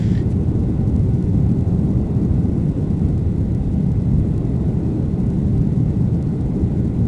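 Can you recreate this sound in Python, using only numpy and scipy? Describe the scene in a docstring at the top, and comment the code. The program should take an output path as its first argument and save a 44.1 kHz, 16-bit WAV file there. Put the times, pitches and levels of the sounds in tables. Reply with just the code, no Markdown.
"""Airliner cabin on climb-out

Close to a window, jet roar booms through the fuselage, air rushes along the skin and out of the vents (shaped
noise), and engine tones waver faintly (narrow noise bands). A small camera motor whirs and stops at the start
(fading noise and decaying rings). Thin treble grit rises with the slope of the roar (modulated noise), with
sharper ticks on a steady beat and louder ones at listed times (filtered impulses)."""
import sys
import numpy as np
from scipy import signal
from scipy.fft import rfft, irfft, next_fast_len
from scipy.io import wavfile
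from scipy.ndimage import uniform_filter1d, minimum_filter1d, map_coordinates

SR = 44100
rng = np.random.default_rng(int(sys.argv[2]) if len(sys.argv) > 2 else 0)


def put_to_file(sound):
    """Save the sound as 16-bit audio at rate SR, in the file named by the first command-line argument."""
    columns = np.atleast_2d(sound).T  # one column per channel
    safe = np.clip(columns, -1, 1)
    whole_steps = np.round(safe * 32767)
    wavfile.write(sys.argv[1], SR, whole_steps.astype(np.int16))


N = 312072

# In every spectrum only the shape counts: the noise is brought to rms 1 afterwards.
# Exhaust through the airframe: pitch_hz, relative level_db
EXHAUST_SPECTRUM = [(9, -54), (20, -22), (30, -14), (42, -8), (54, -2.5), (65, -2.5), (80, -2.5), (100, 1),
                    (130, -31.5), (220, -120)]
# Cabin wall panels: pitch_hz, relative level_db
PANEL_SPECTRUM = [(53, -16.5), (90, -8), (124, 1), (184, 0.5), (270, -11), (350, -36), (590, -120)]
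# Boundary layer on the skin: pitch_hz, relative level_db
SKIN_FLOW_SPECTRUM = [(150, -39.5), (250, -5), (313, 1), (356, -7.5), (389, -6), (536, -16), (698, -21.5),
                      (775, -21.5), (1130, -33), (1500, -37.5), (1700, -52), (2210, -74.5), (3740, -120)]
# Overhead air vents: pitch_hz, relative level_db
VENT_SPECTRUM = [(940, -29.5), (1600, -4), (1760, -3.5), (1990, 0.5), (2350, -6.5), (2580, -5),
                 (3070, -10.5), (3670, -9), (5000, -19.5), (6500, -36.5), (11000, -120)]
# Engine tone centres: pitch_hz
ENGINE_TONE_HZ = [76, 116, 387, 770, 1065, 1300, 1471, 2031, 4172, 7853]
# Engine tone bands, one per centre: full width_hz at half amplitude, rms level_db
ENGINE_TONE_BANDS = [(12, -29), (13.9, -28.5), (20.2, -42.5), (40, -57.5), (10, -67.5), (10, -74),
                     (14, -67), (8, -73.5), (6, -81), (6, -84.5)]
# Gear noise through the camera body: pitch_hz, relative level_db
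GEAR_SPECTRUM = [(900, -65), (1350, -11), (1780, -4), (2130, -3.5), (2500, -11.5), (2950, -11), (3270, -6),
                 (3700, -12), (4250, -14), (4750, -11), (6000, -15.5), (6600, -20), (7100, -15),
                 (11000, -38)]
# Upper resonances of the camera body: pitch_hz, half_width_hz, relative level_db
BODY_RESONANCES = [(2210, 150, -4), (3250, 250, 0), (4000, 250, -2), (4550, 180, -11)]
# Motor knocks: start_s, level_db, t60_s, ring pitch_hz, upper rings' level_db, phase step_rad per sample
KNOCKS = [(.151, -30, .028, 1770, -1, .03), (.175, -30, .04, 1850, -6, .04),
          (.203, -38, .08, 1870, -8, .02), (.32, -45, .06, 2400, -9, .25)]
# Treble grit and ticks: pitch_hz, relative level_db
GRIT_SPECTRUM = [(1200, -120), (2000, -7), (4000, 1), (6000, 1), (8000, 0), (10000, -2.5), (10800, -6),
                 (11400, -13.5), (12000, -26), (12300, -120)]
# The loudest ticks: start_s, impulse level_db
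LOUD_TICKS = [(.3173, -38), (.5944, -37), (.9638, -32), (.9945, -37), (1.2265, -33.5), (1.6102, -36),
              (2.9953, -37), (3.0876, -36), (3.18, -34.5), (3.5494, -33), (3.9186, -35), (4.021, -39),
              (4.3802, -33), (4.4541, -40), (4.5649, -39), (5.3036, -34), (5.5806, -35), (6.227, -31.5),
              (6.4117, -35)]

EXHAUST_DB, PANEL_DB, SKIN_FLOW_DB = -24, -19.5, -29.5  # middle levels of the three ranges of the roar
SWELL_DB, SWELL_PER_S = 0.75, 1.573  # depth and pace of their slow random swells
VENT_DB, GRIT_DB = -57.5, -61.5
MOTOR_DB, SAG_DB_PER_S = -45.5, 20  # level at first, steady fall throughout
MOTOR_OFF_S, RUNDOWN_DB_PER_S = .195, 330  # switch-off, extra fall after it
PUFF_S, PUFF_WIDE_S, PUFF_DB = .312, 0.015, -54  # treble puff: centre, standard deviation, peak of its envelope
BEAT_S, FIRST_BEAT_S = .092336, .0402  # period and first of the faint ticks
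BEAT_DB, BEAT_SPREAD_DB = -44, 2  # their usual impulse level and its scatter
FLICKER_DB, FLICKER_PER_S = .7, 36  # random flicker of the treble hiss
TOP_HZ = 12300  # band limit of the whole sound
CEILING_DB = -5.5  # limiter threshold


def amp(db):
    """Level law: decibels to amplitude gain."""
    return 10 ** (np.asarray(db) / 20)


def unit(x):
    """Power normalisation: scale to rms 1."""
    return x / np.sqrt(np.mean(x ** 2) + 1e-20)


def wobble(rate):
    """Spline interpolation: a smooth random curve with rate knots a second (4000 at most)."""
    knots = rng.standard_normal(int(N * 4000 / SR) + 4)
    return map_coordinates(knots, [np.arange(N) * min(rate, 4000) / SR])


def filtered(x, response):
    """Linear filtering: multiply the spectrum by a response of frequency."""
    m = next_fast_len(N + SR // 2)
    hz = np.fft.rfftfreq(m, 1 / SR)
    return irfft(rfft(x, m) * response(hz), m)[:N]


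def coloured(x, spectrum):
    """Spectral shaping: interpolate the level in decibels along a log-frequency axis."""
    f, db = np.transpose(spectrum)
    return filtered(x, lambda hz: amp(np.interp(np.log(hz + 1), np.log(f + 1), db)))


def noise(spectrum, patchy_db):
    """Modulated noise: random gain patches in time and frequency, then a spectral shape, at rms 1."""
    cells = signal.stft(rng.standard_normal(N + 512), nperseg=512)[2]
    field = rng.standard_normal(cells.shape)
    field = uniform_filter1d(field, size=5, axis=0)  # along frequency
    field = uniform_filter1d(field, size=12, axis=1)  # along time
    patchy = signal.istft(cells * amp(patchy_db * unit(field)), nperseg=512)[1][:N]
    return unit(coloured(patchy, spectrum))


def roar():
    """Transmission through a fuselage: exhaust, panel boom and skin airflow swell independently."""
    def swell(db):
        """Slow random modulation: a gain that wanders about a level."""
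        return amp(db + SWELL_DB * wobble(SWELL_PER_S))

    exhaust = swell(EXHAUST_DB) * noise(EXHAUST_SPECTRUM, patchy_db=0.8)
    panels = swell(PANEL_DB) * noise(PANEL_SPECTRUM, patchy_db=-0.18)
    skin_flow = swell(SKIN_FLOW_DB) * noise(SKIN_FLOW_SPECTRUM, patchy_db=0.37)
    return exhaust + panels + skin_flow


def vents():
    """Flow noise: cabin air issues as a broad hiss with a constant mean level."""
    return amp(VENT_DB) * noise(VENT_SPECTRUM, patchy_db=1.0)


def engine_tones():
    """Line broadening: engines at slightly different speeds blur each shaft or blade tone into a band."""
    def band(centre_hz, half_width_hz):
        """Resonance curve: white noise narrowed around one frequency."""
        white = rng.standard_normal(N)
        return unit(filtered(white, lambda f: 1 / (1 + ((f - centre_hz) / half_width_hz) ** 2)))

    tones = np.zeros(N)
    for pitch_hz, (width_hz, level_db) in zip(ENGINE_TONE_HZ, ENGINE_TONE_BANDS):
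        tones += amp(level_db) * band(pitch_hz, width_hz / 2)
    return tones


def camera_motor():
    """Forced and free vibration: gear noise fades out while short knocks ring the camera body."""
    clock = np.arange(N) / SR
    level_db = MOTOR_DB - SAG_DB_PER_S * clock - RUNDOWN_DB_PER_S * np.maximum(clock - MOTOR_OFF_S, 0)
    out = amp(level_db) * noise(GEAR_SPECTRUM, patchy_db=.3)
    t, hz = np.arange(4096) / SR, np.fft.rfftfreq(4096, 1 / SR)
    body = sum(amp(db) / (1 + ((hz - centre) / half_width) ** 2) for centre, half_width, db in BODY_RESONANCES)
    for start_s, db, t60, ring_hz, upper_db, scatter in KNOCKS:
        burst = unit(irfft(rfft(rng.standard_normal(len(t))) * body))
        upper = amp(upper_db - 40 * t / t60) * burst  # dies faster than the main ring
        phase_drift = np.cumsum(abs(scatter) * rng.standard_normal(len(t)))
        ring = np.sin(2 * np.pi * ring_hz * t + phase_drift)
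        envelope = amp(db - 60 * t / t60) * (1 - np.exp(-t / 0.0016))  # 1.6 ms rise
        out[round(start_s * SR):][:len(t)] += envelope * (ring + upper)
    return out


def ticks():
    """Impulse response: kicks, regular and listed, sound the treble band as sharp ticks."""
    kicks, beats = np.zeros(N), np.arange(FIRST_BEAT_S, N / SR, BEAT_S)
    scatter_db = BEAT_SPREAD_DB * rng.standard_normal(len(beats)).clip(-3, 1)
    kicks[(beats * SR).astype(int)] = amp(BEAT_DB + scatter_db)
    for start_s, level_db in LOUD_TICKS:
        at = round(start_s * SR)
        kicks[at - 40:][:80] = 0  # a loud tick replaces any faint one beside it
        kicks[at] = amp(level_db)
    rung = coloured(kicks, GRIT_SPECTRUM)
    return rung * kicks.max() / rung.max()  # the highest peak keeps its level


def grit(wave):
    """Slope-driven modulation: treble hiss grows in uneven spurts with wave steepness, plus a puff and ticks."""
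    steep = unit(np.gradient(wave))
    spurts = amp(1.6 * wobble(900))
    growth = np.sqrt(1 + 0.65 * np.abs(steep) ** 2.7 * spurts ** 2)
    drive = growth * rng.standard_normal(N)
    from_puff = (np.arange(N) / SR - PUFF_S) / PUFF_WIDE_S
    puff = amp(PUFF_DB) * np.exp(-.5 * from_puff ** 2)
    flicker = amp(GRIT_DB + FLICKER_DB * wobble(FLICKER_PER_S))
    level = np.hypot(flicker, puff)  # powers add
    hiss = level * unit(coloured(drive, GRIT_SPECTRUM))
    return hiss + ticks()


def scene():
    """Superposition: cabin, engines, camera and grit add linearly."""
    low = roar()
    return (low + vents() + engine_tones() + camera_motor() + grit(low))[None]


def record(dry):
    """Peak limiting and band limiting: gain eases down around the tallest swings, then the top is cut."""
    needed = np.minimum(1, amp(CEILING_DB) / (np.abs(dry[0]) + 1e-9))
    held = minimum_filter1d(needed, size=901)
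    gain = uniform_filter1d(uniform_filter1d(held, size=450), size=450)
    return filtered(dry[0] * gain, lambda hz: hz < TOP_HZ)[None]


dry = scene()
out = record(dry)
put_to_file(out)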